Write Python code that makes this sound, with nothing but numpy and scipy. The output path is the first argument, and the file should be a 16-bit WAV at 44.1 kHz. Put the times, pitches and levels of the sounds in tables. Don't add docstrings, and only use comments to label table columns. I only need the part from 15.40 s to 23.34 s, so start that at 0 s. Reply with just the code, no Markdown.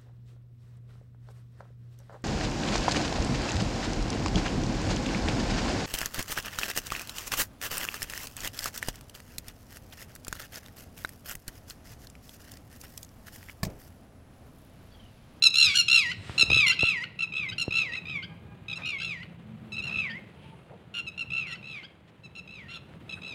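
import sys
import numpy as np
from scipy import signal
from scipy.fft import rfft, irfft, next_fast_len
from scipy.io import wavfile
from scipy.ndimage import uniform_filter1d

SR = 44100
rng = np.random.default_rng(int(sys.argv[2]) if len(sys.argv) > 2 else 0)


def wav_record(signal):
    frames = np.transpose(np.atleast_2d(signal))
    bounded = np.clip(frames, -1, 1)
    quanta = np.round(bounded * 32767).astype(np.int16)
    wavfile.write(sys.argv[1], SR, quanta)


N = 350154
TIME = np.arange(N) / SR
CUTOFF_HZ = 15900


def from_db(db):
    return 10 ** (np.asarray(db) / 20)


def rms_one(x):
    return x / np.sqrt(np.mean(x ** 2) + 1e-20)


def at_hz(points, hz):
    f, db = np.transpose(points)
    return np.interp(np.log(np.maximum(hz, 1)), np.log(f), db)


def noise(spectrum):
    size = next_fast_len(N)
    gain = from_db(at_hz(spectrum, np.fft.rfftfreq(size, 1 / SR)))
    return rms_one(irfft(rfft(rng.standard_normal(size)) * gain, size)[:N])


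def drift(hz):
    pole = np.exp(-2 * np.pi * hz / SR)
    return rms_one(signal.lfilter([1], [1, -2 * pole, pole * pole], rng.standard_normal(N + SR))[SR:])


def butter(x, hz, kind, order=2):
    sections = signal.butter(order, np.clip(hz, 10, SR / 2 - 100), kind, fs=SR, output="sos")
    return signal.sosfilt(sections, x + 1e-18)


def ease(x):
    return np.sin(np.pi / 2 * np.clip(x, 0, 1)) ** 2


def during(start, end):
    return slice(max(int(start * SR), 0), min(int(end * SR), N))


# (frequency [Hz], relative level [dB])
RUMBLE_SPECTRUM = [(20, -42), (30, -40.5), (45, -18), (62, -5.5), (85, -1.5), (115, 1), (170, 2),
                   (215, -4.5), (270, -13.5), (400, -19.5), (700, -52)]
RUSTLE_SPECTRUM = [(150, -9.5), (300, 0.5), (500, -2), (800, -7), (1500, -11.5), (3000, -14.5), (4000, -22),
                   (5500, -34.5), (10000, -35), (12000, -41.5), (16000, -46.5)]
# (time [s], relative rumble level [dB], relative rustle level [dB])
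NOISE_ENVELOPES = [(0.0, -51, -58.5), (0.51, -53.5, -64), (0.77, -48, -59), (1.02, -47.5, -49.5),
                   (1.15, -47, -58), (1.77, -52.5, -60.5), (2.1, -49.5, -59), (2.52, -52.5, -56),
                   (2.72, -48.5, -60.5), (3.98, -52.5, -60), (4.55, -46, -56), (4.95, -53, -58.5),
                   (5.55, -56, -61.5), (5.95, -49.5, -60), (6.35, -56.5, -59.5), (6.68, -57, -64.5),
                   (7.67, -49.5, -57.5), (7.94, -53, -58)]


def wind_and_rustle(rumble_gain_db=1, rustle_gain_db=3, lumpy_db=1.5, grain_db=1.5):
    times, rumble_db, rustle_db = np.transpose(NOISE_ENVELOPES)
    rumble = from_db(np.interp(TIME, times, rumble_db) + rumble_gain_db + lumpy_db * drift(hz=23))
    rumble *= noise(RUMBLE_SPECTRUM)
    rustle = from_db(np.interp(TIME, times, rustle_db) + rustle_gain_db + grain_db * drift(hz=60.2))
    rustle *= noise(RUSTLE_SPECTRUM)
    return rumble + rustle


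def rattle(cycle, duty, attack=0.075, release=0.34):
    return uniform_filter1d(ease(cycle / attack) * ease((duty - cycle) / release), size=24)


def upper_level(pitch_hz, third_db, usual_hz=1359, db_per_hz=0.0959):
    return -11 + db_per_hz * (pitch_hz - usual_hz) + 0.85 * third_db


FUNDAMENTAL_DB = -22.5
# (frequency [Hz], gain [dB])
THROAT_RESPONSE = [(3700, -14.5), (4700, 8), (5400, -3.5), (6600, -6), (8100, -13), (8900, -20.5),
                   (9800, -15), (10500, -18.5), (11200, -23.5), (12200, -26.5), (13500, -31.5),
                   (15500, -35.5)]


def syrinx(pitch, first_db, third_db, upper_db, flutter, shimmer_db=2.0):
    phase = 2 * np.pi * np.cumsum(pitch) / SR
    out = from_db(first_db) * np.sin(phase) + np.sin(2 * phase)
    out += from_db(third_db + flutter / 2) * np.sin(3 * phase)
    for k in range(4, 14):
        swings = rng.standard_normal(size=6)
        shimmer = shimmer_db * np.interp(np.linspace(0, 5, len(pitch)), np.arange(6), swings)
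        level_db = upper_db + at_hz(THROAT_RESPONSE, k * pitch) + flutter + shimmer
        out += from_db(level_db) * np.sin(k * phase) * (k * pitch < CUTOFF_HZ)
    return np.sqrt(2) * out


def squeak(pitch, cycle, spread_db=5, scatter=0.1):
    pulse = np.cumsum(np.diff(cycle, prepend=0) < -.5)
    strength, offset = np.clip(rng.standard_normal((pulse[-1] + 1, 2)), -1.5, 1.5)[pulse].T
    ratio = 2.7 + scatter * offset - .45 * cycle
    envelope = from_db(spread_db * strength) * ease(cycle / .1) * np.exp(-(cycle / .42) ** 2)
    return envelope * np.sin(2 * np.pi * np.cumsum(pitch * ratio) / SR)


# (start [s], brief pulses [count], held pulse [s], pitch [Hz], relative level [dB],
# third harmonic re second [dB], roughness [ratio])
KIP_NOTES = [(0.022, 2, 0.024, 1370, -23, 6.5, 0.18), (0.354, 2, .033, 1432, -22.5, -1, 0.42),
             (0.979, 2, 0.0213, 1377, -20.5, -1.5, 0.33), (1.264, 2, 0.023, 1415, -22, -5.5, 0.42),
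             (1.790, 2, 0.028, 1356, -28.5, -12.5, 0.17), (2.087, 0, .017, 1348, -34, 0, 0.2),
             (2.181, 2, 0.021, 1407, -27.5, -6.5, 0.42), (2.519, 3, 0.028, 1320, -35, -8.5, 0.2),
             (3.282, 3, .013, 1294, -35, -5.5, 0.37), (3.356, 0, 0.025, 1392, -38.5, -8.5, .3),
             (3.456, 3, 0.01, 1423, -34.5, -9.5, 0.42), (4.320, 0, 0.03, 1352, -35.5, -6.5, 0.03),
             (4.350, 2, 0.028, 1336, -35, -8, 0.3), (4.422, 3, 0.02, 1387, -36, -11, 0.42),
             (5.540, 5, 0.0216, 1420, -34, -15, 0.9), (5.666, 0, 0.026, 1362, -35.5, -9.5, 0.2),
             (5.777, 2, 0.022, 1390, -32, -14.5, 0.33), (6.069, 6, 0.019, 1396, -39, -11, 1),
             (6.835, 0, 0.034, 1358, -50.5, -5.5, 0.25), (6.952, 2, 0.033, 1370, -44, -10.5, 0.51),
             (7.283, 8, 0.023, 1382, -46.5, -7, 1.23), (7.693, 2, 0.022, 1332, -37.5, -6.5, 0.36)]


def kips(jitter, flutter, rasp, duty=0.68, sag=.025, scoop=.03, droop=0.062, rough_jitter=0.016,
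         rasp_db=-17, squeak_db=-12, onset_db=-5):
    out = np.zeros(N)
    for start, count, held_s, top_hz, level_db, third_db, rough in KIP_NOTES:
        pulse_hz = 111 if rough > .5 else 65
        last = round(count)
        end = start + last / pulse_hz + held_s
        span = during(start, end)
        t = TIME[span]
        pulses = (t - start) * pulse_hz
        cycle = np.where(pulses < last, pulses % 1, np.minimum(pulses - last, .4))
        gate = rattle(cycle, duty + rough / 3) * ease((end - t) / 0.0036)
        onset = np.exp(-np.abs(t - start) / 0.011)
        arch = 1 - scoop * onset - droop * np.clip((t - end + .034) / 0.0333, 0, 1) ** 2
        pitch = top_hz * arch * (1 + sag * (.4 - cycle) + rough * rough_jitter * jitter[span])
        harsh_db = 9 * rough ** 2
        upper_db = upper_level(top_hz, third_db)
        voice = syrinx(pitch, FUNDAMENTAL_DB + harsh_db, third_db, upper_db, flutter[span])
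        voice += 2 * rough * from_db(rasp_db + third_db / 2 + harsh_db / 2) * rasp[span]
        squeaks = squeak(pitch, cycle) * ease((last + .5 - pulses) / 0.23)
        voice += from_db(squeak_db + harsh_db + third_db / 2 + 2 * flutter[span]) * squeaks
        out[span] += from_db(level_db + 1.0 + onset_db * onset) * gate * voice
    return out


def wail_course(bottom_hz):
    depths_hz = (896, 940.3, 1047)
    pulse_hz, yelp_hz = (65.5, 65.5, 72), (1090, 1497, 1633)
    fall_s, rise_s, yelp_s = (.077, .077, .065), (0.066, .034, .004), (0.0033, .014, .033)
    return [np.interp(bottom_hz, depths_hz, row) for row in (pulse_hz, fall_s, rise_s, yelp_s, yelp_hz)]


# (start [s], rattle length [s], top pitch [Hz], bottom pitch [Hz], rattle level [dB],
# glide level [dB], third harmonic re second [dB], glide roughness [ratio])
WAIL_NOTES = [(0.14, 0.13, 1383, 1112, -24, -24, 3, 0.4), (0.481, 0.12, 1388, 942, -21, -27, -5, 0.04),
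              (1.099, .128, 1321, 1008, -20.5, -21.5, -8.5, 0.02),
              (1.39, .130, 1362, 936.4, -23, -29, -11.5, .1),
              (1.921, .110, 1314, 1013, -33, -31.5, -13, 0.2), (2.306, .130, 1345, 932, -27.5, -36, -10, 0),
              (2.653, 0.099, 1283, 1054, -37.5, -30.5, -11, .1),
              (3.418, 0.11, 1280, 1058, -37, -32, -9.5, 0.12),
              (3.583, .130, 1350, 937, -36.5, -36, -9, 0.2), (4.493, .148, 1333, 900, -34.5, -32, -16, 0.2),
              (4.555, .065, 1329, 1038, -31, -45, -18, 0.2),
              (5.902, 0.14, 1348, 951, -32.5, -44.5, -16, 0.38),
              (6.226, 0.13, 1332, 1042, -43, -39, -9.5, 0.54), (7.074, .110, 1332, 913, -48, -46, -8, 0.46),
              (7.816, 0.12, 1324, 984, -42.5, -45, -5.5, .3)]


def wails(jitter, flutter, rasp, first_duty=0.7, last_duty=1.16, sag=.03, rattle_jitter=0.016,
          rough_jitter=0.062, rasp_db=-19, screech_db=-7, squeak_db=-7, soften_db=-7, rise_hz=165,
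          yelp_db=2, yelp_first_db=-7, yelp_third_db=-9, yelp_rough=0.45):
    out = np.zeros(N)
    for start, rattle_s, top_hz, bottom_hz, rattle_db, glide_db, third_db, rough in WAIL_NOTES:
        pulse_hz, fall_s, rise_s, yelp_s, yelp_hz = wail_course(bottom_hz)
        merge, bottom, crack, end = start + np.cumsum([rattle_s, fall_s, rise_s, yelp_s])
        span = during(start, end)
        t = TIME[span]
        along = np.clip((t - start) / rattle_s, 0, 1)
        merged, cracked = ease((t - merge + 0.0095) / 0.013), ease((t - crack) / 0.0081)
        cycle = (t - start) * pulse_hz % 1
        duty = first_duty + (last_duty - first_duty) * np.sqrt(along)
        gate = rattle(cycle, duty, attack=0.22, release=0.39)
        gate = (gate + merged * (1 - gate)) * ease((end - t) / 0.0048)

        merge_hz = .912 * top_hz
        arch = top_hz * (1 - 0.066 * np.exp(-np.abs(t - start) / 0.01874))
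        arch += (merge_hz - top_hz) * np.maximum(2 * along - 1, 0) ** 2
        fall = (bottom_hz - merge_hz) * np.sin(np.pi / 2 * np.clip((t - merge) / fall_s, 0, 1))
        pitch = arch + fall + rise_hz * ease((t - bottom) / 0.061)
        yelp_pitch = yelp_hz * (1 - .17 * ease((end - t) / 0.047))
        pitch += cracked * (yelp_pitch - pitch)
        harsh = merged * (rough + cracked * (yelp_rough - rough))
        wobble = sag * (.4 - cycle) + rattle_jitter * jitter[span]
        pitch *= 1 + (1 - merged) * wobble + rough_jitter * harsh * jitter[span]

        soft_db = soften_db * merged * (1 - cracked)
        first_db = FUNDAMENTAL_DB + cracked * (yelp_first_db - FUNDAMENTAL_DB)
        bright_db = third_db + soft_db + cracked * (yelp_third_db - third_db)
        voice = syrinx(pitch, first_db, bright_db, upper_level(top_hz, third_db) + soft_db, flutter[span])
        voice += (from_db(rasp_db + third_db / 2 + soft_db) + harsh * from_db(screech_db)) * rasp[span]
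        squeaks = (1 - merged) * squeak(pitch, cycle)
        voice += from_db(squeak_db + third_db / 2 + 2 * flutter[span]) * squeaks

        bottom_db = (rattle_db + glide_db) / 2 - 9
        times = [start, start + rattle_s / 2, merge - rattle_s / 10, merge + fall_s / 10, bottom, end]
        levels_db = [rattle_db - 1.0, rattle_db + 3.5, rattle_db, glide_db, bottom_db, bottom_db + yelp_db]
        out[span] += from_db(np.interp(t, times, levels_db)) * gate * voice
    return out


# (delay [s], gain [dB])
REFLECTIONS = [(0.012, -11), (0.035, -21), (0.065, -26.5)]


def open_ground(x, tail_db=-20.0, tail_t60=0.63, dull_hz=5000):
    t = TIME[:SR]
    scatter = butter(rng.standard_normal(SR), dull_hz, "low")
    scatter *= from_db(-60 * t / tail_t60) * ease(t / 0.011)
    response = from_db(tail_db) * scatter / np.sqrt(np.sum(scatter ** 2))
    for delay, level_db in REFLECTIONS:
        response[int(delay * SR)] += from_db(level_db)
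    return x + signal.fftconvolve(x, response)[:N]


# (frequency [Hz], relative level [dB])
RASP_SPECTRUM = [(900, -30.5), (1500, 5.5), (2000, -9), (2700, 11.5), (3500, 5.5), (4700, -19),
                 (7000, -23.5), (9000, -31.5), (15000, -41.5)]


def lapwings(flutter_db=3.5, waver_db=1.9):
    jitter, flutter, rasp = drift(hz=700), flutter_db * np.tanh(drift(hz=59.3)), noise(RASP_SPECTRUM)
    calls = kips(jitter, flutter, rasp) + wails(jitter, flutter, rasp)
    return open_ground(calls * from_db(waver_db * np.tanh(drift(hz=45))))


def noise_burst(start, length, centre_hz, octaves, level_db):
    out, span = np.zeros(N), during(start, start + length)
    edges_hz = centre_hz * 2 ** (np.array([-.5, .5]) * octaves)
    band = butter(rng.standard_normal(span.stop - span.start), edges_hz, "band")
    out[span] = from_db(level_db) * rms_one(band * signal.windows.tukey(len(band), .8))
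    return out


# (start [s], length [s], level [dB])
AIR_PUFFS = [(0.241, .08, -44), (0.749, 0.085, -44.5), (1.026, 0.23, -40), (2.091, 0.089, -47.5)]


def puffs(centre_hz=84, octaves=1.2):
    return sum(noise_burst(start, length, centre_hz, octaves, db) for start, length, db in AIR_PUFFS)


# (start [s], length [s], centre [Hz], bandwidth [octaves], level [dB])
BRUSH_STROKES = [(0.68, .58, 8000, 0.33, -67), (0.77, 0.34, 1990, 1.9, -51.5), (3.355, 0.1, 900, 2.3, -50),
                 (4.42, 0.15, 900, 2.8, -52.5), (4.83, 0.56, 9430, .3, -82.5),
                 (4.946, .22, 2760, 0.57, -63.5), (5.285, 0.089, 536, 0.89, -52.5),
                 (6.665, 0.047, 1770, 1.7, -64.5), (7.686, 0.15, 9000, .35, -74),
                 (7.765, 0.032, 1490, 0.39, -54.5)]


def brushes():
    return sum(noise_burst(*stroke) for stroke in BRUSH_STROKES)


# (time [s], relative level [dB], low-pass cutoff [Hz])
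KNOCKS = [(0.896, -21.5, 1450), (1.031, -25, 352), (1.103, -17, 915), (1.121, -23, 506), (1.166, -25, 450),
          (1.432, -15, 620), (2.280, -18, 424), (5.298, -35.5, 1492), (7.538, -34.5, 1790)]


def knocks(ring_hz=112, ring_t60=0.036, ring_db=-2, contact_hz=250):
    out = np.zeros(N)
    for start, level_db, bright_hz in KNOCKS:
        span = during(start, start + .15)
        t = TIME[span] - TIME[span.start]
        contact = butter(signal.unit_impulse(len(t)), bright_hz, "low", order=3)
        click = butter(contact, contact_hz, "high")
        ring = np.sin(2 * np.pi * ring_hz * t) * from_db(ring_db - 60 * t / ring_t60) * ease(t / 0.0019)
        out[span] += from_db(level_db) * (ring - 0.61 * click / np.abs(click).max())
    return out


# (start [s], end [s], frequency [Hz], level [dB])
HUMS = [(4.958, 5.16, 890, -62.5), (2.58, 6.2, 116, -64.5), (2.5, 5, 168, -57), (3.9, 4.9, 215.2, -53.5)]
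# (frequency [Hz], level [dB])
HORN_PARTIALS = [(816, -69), (985, -77.5), (1216, -74.5), (1626, -71), (2430, -72.5)]


def far_hums_and_horn(horn_start_s=2.85, horn_end_s=3.4, waver_db=6.0, waver_hz=5):
    out = np.zeros(N)
    fading, wander = waver_db * drift(hz=11), waver_hz * drift(hz=26)
    horn = [(horn_start_s, horn_end_s, hz, level_db) for hz, level_db in HORN_PARTIALS]
    for start, end, hz, level_db in list(HUMS) + horn:
        span = during(start, end)
        tone = np.sqrt(2) * np.sin(2 * np.pi * np.cumsum(hz + wander[span]) / SR)
        out[span] += from_db(level_db + fading[span]) * tone * signal.windows.tukey(len(tone), .3)
    return out


def scene():
    return (lapwings() + wind_and_rustle() + puffs() + brushes() + knocks() + far_hums_and_horn())[None]


def record(dry):
    thinned = butter(dry, 47, "high", order=3)
    return signal.sosfilt(signal.ellip(10, .1, 70, CUTOFF_HZ, fs=SR, output="sos"), thinned)


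dry = scene()
out = record(dry)
wav_record(out)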